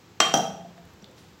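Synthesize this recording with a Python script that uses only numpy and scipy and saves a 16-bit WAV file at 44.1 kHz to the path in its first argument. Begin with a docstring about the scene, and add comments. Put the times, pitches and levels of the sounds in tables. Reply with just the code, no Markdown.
"""A bright clink, then a second one with a duller clunk and a brief rattle: a metal utensil is knocked
against a dish and comes to rest. Each knock is a crack of noise plus fading tones, the natural
vibrations of utensil and dish. The small, hard-walled kitchen rings on after both.
A few faint handling ticks and a soft rustle, all made of noise, follow over the quiet room noise."""
import sys
import numpy as np
from scipy import signal
from scipy.fft import rfft, irfft, next_fast_len
from scipy.io import wavfile

SR = 44100
rng = np.random.default_rng(int(sys.argv[2]) if len(sys.argv) > 2 else 0)


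def output_pcm(signal):
    """Save a mono or channel-first signal as 16-bit PCM at the path in sys.argv[1].

    Samples are clipped to [-1, 1] before scaling.
    """
    pcm = np.clip(np.atleast_2d(signal).T, -1, 1) * 32767
    wavfile.write(sys.argv[1], SR, np.round(pcm).astype(np.int16))


N = 61739

# the two knocks (time [s], gain [dB], head start of a grazing touch [s], its relative level [dB])
KNOCKS = [(.2024, 0.5, 0.0015, -20.5), (.3398, 2, 0.0013, -21)]


def amp(db):
    """Turn decibels into a number to multiply a sound by."""
    return 10 ** (np.asarray(db) / 20)


def unit(x):
    """Scale a sound to an average (rms) strength of 1."""
    return x / np.sqrt(np.mean(x ** 2) + 1e-20)


def along(points, hz):
    """Read between (frequency, value) points, with octaves about evenly spaced."""
    freqs, values = np.transpose(points)
    return np.interp(np.log(hz + 1), np.log(np.abs(freqs) + 1), values)


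def filtered(x, response):
    """Turn each frequency of a sound up or down by response(frequency)."""
    size = next_fast_len(N + SR // 2)
    return irfft(rfft(x, size) * response(np.fft.rfftfreq(size, 1 / SR)), size)[..., :N]


def noise(colour):
    """Noise of strength 1, shaped by (frequency, relative level) points."""
    return unit(filtered(rng.standard_normal(N), lambda hz: amp(along(colour, hz))))


def band(centre_hz, width_hz):
    """Noise of strength 1, gathered around one pitch."""
    white = rng.standard_normal(N)
    return unit(filtered(white, lambda f: 1 / (1 + ((f * f - centre_hz ** 2) / (f * width_hz + 1)) ** 2)))


def swell(start, rise_s):
    """A smooth rise from 0 towards 1."""
    return 1 - np.exp(-np.maximum(np.arange(N) / SR - start, 0) / rise_s)


def struck(start, fade_s):
    """The loudness of a blow: a fast rise, then a drop of 60 dB over the fade time."""
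    age = np.maximum(np.arange(N) / SR - start, 0)
    return swell(start, rise_s=0.00035) * np.exp(-np.log(1000) * age / fade_s)


def room_noise():
    """The steady, low murmur of the room."""
    # its colour (frequency [Hz], relative level [dB])
    murmur = [(20, -35), (45, -16), (65, -6.5), (100, 2), (125, -4), (175, 0), (250, -8.5), (320, -5.5),
              (500, -7.5), (620, -19.5), (750, -11.5), (1000, -13.5), (2000, -18.5), (4000, -21.5),
              (7700, -26.5), (8800, -41.5), (12000, -36), (15800, -34)]
    return amp(-53) * noise(murmur)


def hiss():
    """A trace of steady, very high hiss."""
    # its colour (frequency [Hz], relative level [dB])
    colour = [(20, -57), (7500, -44), (8600, 0), (15800, 0)]
    return amp(-85) * noise(colour)


def ringing(tones, knock, start):
    """Struck objects vibrate at several pitches at once, each fading at its own speed."""
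    age, out = np.arange(N) / SR - start, np.zeros(N)
    for hz, fade_s, *levels in tones:
        wave = np.sin(2 * np.pi * hz * age + rng.uniform(0, 2 * np.pi))
        out += amp(levels[knock]) * struck(start, fade_s) * wave
    return out


def knocks():
    """The utensil grazes the dish, lands with a crack and a clang, then blooms into a clear ring."""
    # the clang of utensil and dish, which fills the room
    # (pitch [Hz], fade time [s], relative level in knock 1 [dB], in knock 2 [dB])
    clang_tones = [(175.6, 0.77, -38.5, -35), (197, 0.15, -35.5, -25), (216.3, 0.14, -32.5, -30),
                   (319.4, 0.17, -33.5, -34), (470, 0.054, -33, -27.5), (675.2, 0.042, -11.5, -13),
                   (780, 0.093, -24, -18), (852.7, 0.12, -26.5, -25), (1189, 0.033, -9, -40),
                   (1290, 0.036, -30, -22), (2740, 0.021, -16.5, -27.5), (3207, 0.094, -26.5, -25),
                   (5200, 0.069, -27, -42), (5654, 0.03, -12, -42), (5872, 0.05, -21, -16.5),
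                   (7815, 0.05, -24.5, -40), (10520, .04, -43, -40.5)]
    # their long, singing tones (pitch [Hz], fade time [s], relative level in knock 1 [dB], in knock 2 [dB])
    singing_tones = [(145, 0.79, -39, -38), (660, 0.67, -45, -28.5), (675, 0.52, -44, -31),
                     (755.4, 0.53, -35, -30), (3150, 0.45, -34, -33), (3184, 0.26, -9.5, -26.5),
                     (5700, .42, -39, -35), (6040, 0.31, -46, -33.5), (9900, 0.24, -50, -47),
                     (13100, 0.19, -60, -54)]
    # how slowly those tones swell (rise time in knock 1 [s], in knock 2 [s])
    rise_s = [0.027, 0.003]
    # the noise of the contact (frequency [Hz], relative level in knock 1 [dB], in knock 2 [dB])
    crack_colours = [(60, -11, -18), (150, -12.5, -10.5), (270, -11.5, -7.5), (453, -7, -5.5),
                     (710, 2.5, 4.5), (990, -0.5, -0.5), (1426, 5.5, -0.5), (2140, -3.5, -17.5),
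                     (3600, -5, -9), (4500, -7.5, -12.5), (7640, -8.5, -14), (8700, -24.5, -44),
                     (10300, -21.5, -23.5), (15500, -32, -23)]
    crack_db = -8, -18  # knock 1, knock 2
    out = np.zeros(N)
    for k, (start, db, lead_s, graze_db) in enumerate(KNOCKS):
        colour = [(hz, levels[k]) for hz, *levels in crack_colours]
        crack = amp(crack_db[k]) * struck(start, fade_s=0.031) * noise(colour)
        graze = amp(graze_db) * struck(start - lead_s, fade_s=0.025) * band(centre_hz=5840, width_hz=1600)
        impact = in_kitchen(ringing(clang_tones, k, start) + crack + graze, echo_db=0.5)
        singing = swell(start, rise_s[k]) * ringing(singing_tones, k, start)
        out += amp(db) * (impact + singing)
    low_cut_hz = 117  # the small metal body gives off little sound below this
    return signal.sosfilt(signal.butter(4, low_cut_hz, "highpass", fs=SR, output="sos"), out)


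def wide_splash():
    """A short burst of high noise that makes the first knock sound wide."""
    # its colour (frequency [Hz], relative level [dB])
    colour = [(20, -78), (3000, -59), (4400, -16), (5600, 6), (7700, -3), (8700, -16), (10300, -15),
              (15500, -22)]
    return amp(-16.5) * struck(KNOCKS[0][0], fade_s=0.015) * noise(colour)


def in_kitchen(x, echo_db):
    """Add the hard walls' echoes: a smooth tail in which each frequency dies at its own speed."""
    # how long the room rings (frequency [Hz], fade time [s])
    fade_times = [(80, 1), (170, 1), (300, 0.46), (700, 0.64), (1500, 0.54), (3000, 0.57), (6000, 0.49),
                  (10000, 0.5), (15000, 0.41)]
    # how strongly it answers (frequency [Hz], relative level [dB])
    echo_colour = [(100, -0.5), (190, 0.5), (270, 1), (700, 0.5), (1200, -2.5), (3000, -0.5), (6000, -5),
                   (14000, -2)]
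    hz, t, spectrum = signal.stft(rng.standard_normal(N), SR, nperseg=512)
    fade_s = along(fade_times, hz)[:, None]
    fading = np.exp(-np.log(1000) * t / fade_s)
    even_energy = np.sqrt(2 * np.log(1000) / (fade_s * SR))  # a longer tail gains no extra energy
    gain = even_energy * amp(along(echo_colour, hz))[:, None]
    tail = signal.istft(spectrum * gain * fading, SR, nperseg=512)[1][:N]
    tail *= swell(start=0.004, rise_s=0.0026)
    return x + amp(echo_db) * signal.fftconvolve(x, tail)[:N]


def taps():
    """The utensil rebounds lightly, then handling ticks follow: each a tiny burst of noise."""
    # light contacts (time [s], level [dB], centre pitch [Hz], width [Hz], fade time [s])
    contacts = [(0.3735, -26, 6640, 600, 0.018), (.374, -44, 13200, 6000, 0.024),
                (.7785, -42.5, 1160, 1600, 0.01), (0.8537, -47, 8640, 4870, 0.0069),
                (.9354, -57, 11800, 6000, 0.013), (1.0239, -51, 5730, 597, 0.016),
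                (1.0432, -35, 3550, 1010, 0.012), (1.0426, -51, 7000, 2490, 0.0052),
                (1.113, -44.5, 8040, 1500, .005)]
    ticks = sum(amp(db) * struck(start, fade_s) * band(hz, width)
                for start, db, hz, width, fade_s in contacts)
    return in_kitchen(ticks, echo_db=-3.5)


def bumps():
    """The dish rocks and settles; each soft contact wakes just one low, hollow tone."""
    # soft contacts (time [s], level [dB], pitch [Hz], fade time [s])
    contacts = [(.3925, -11.5, 712, 0.044), (.648, -36.5, 687, 0.11), (.779, -42.5, 684, 0.13),
                (1.027, -38, 200, 0.085)]
    t, out = np.arange(N) / SR, np.zeros(N)
    for start, db, hz, fade_s in contacts:
        loudness = amp(db) * swell(start, rise_s=0.0012) * struck(start, fade_s)
        out += loudness * np.sin(2 * np.pi * hz * (t - start))
    return in_kitchen(out, echo_db=-7.5)


def rustles():
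    """Soft handling: noise that grows to a peak and dies away."""
    # rustles (peak time [s], rise [s], fall [s], level [dB], centre pitch [Hz], width [Hz])
    movements = [(.86, .015, 0.054, -50.5, 76, 35), (.9, 0.049, 0.034, -59.5, 1010, 1390),
                 (1.14, 0.17, 0.08, -56, 420, 395), (1.181, 0.0088, 0.079, -56, 3380, 4970)]
    t, out = np.arange(N) / SR, np.zeros(N)
    for peak, rise, fall, db, hz, width in movements:
        loudness = amp(db) * np.exp(-np.maximum((peak - t) / rise, (t - peak) / fall))
        out += loudness * band(hz, width)
    return out


def scene():
    """Everything sits in the centre; only the first knock's splash and the hiss spread left and right."""
    centre = knocks() + bumps() + taps() + room_noise() + rustles()
    side = wide_splash() + hiss()
    return np.array([centre + side, centre - side])


def record(dry):
    """Round off the loudest peaks and remove the very highest treble."""
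    rounded = dry / (1 + np.abs(dry) ** 6) ** (1 / 6)
    return filtered(rounded, lambda hz: hz < 15900)


dry = scene()
out = record(dry)
output_pcm(out)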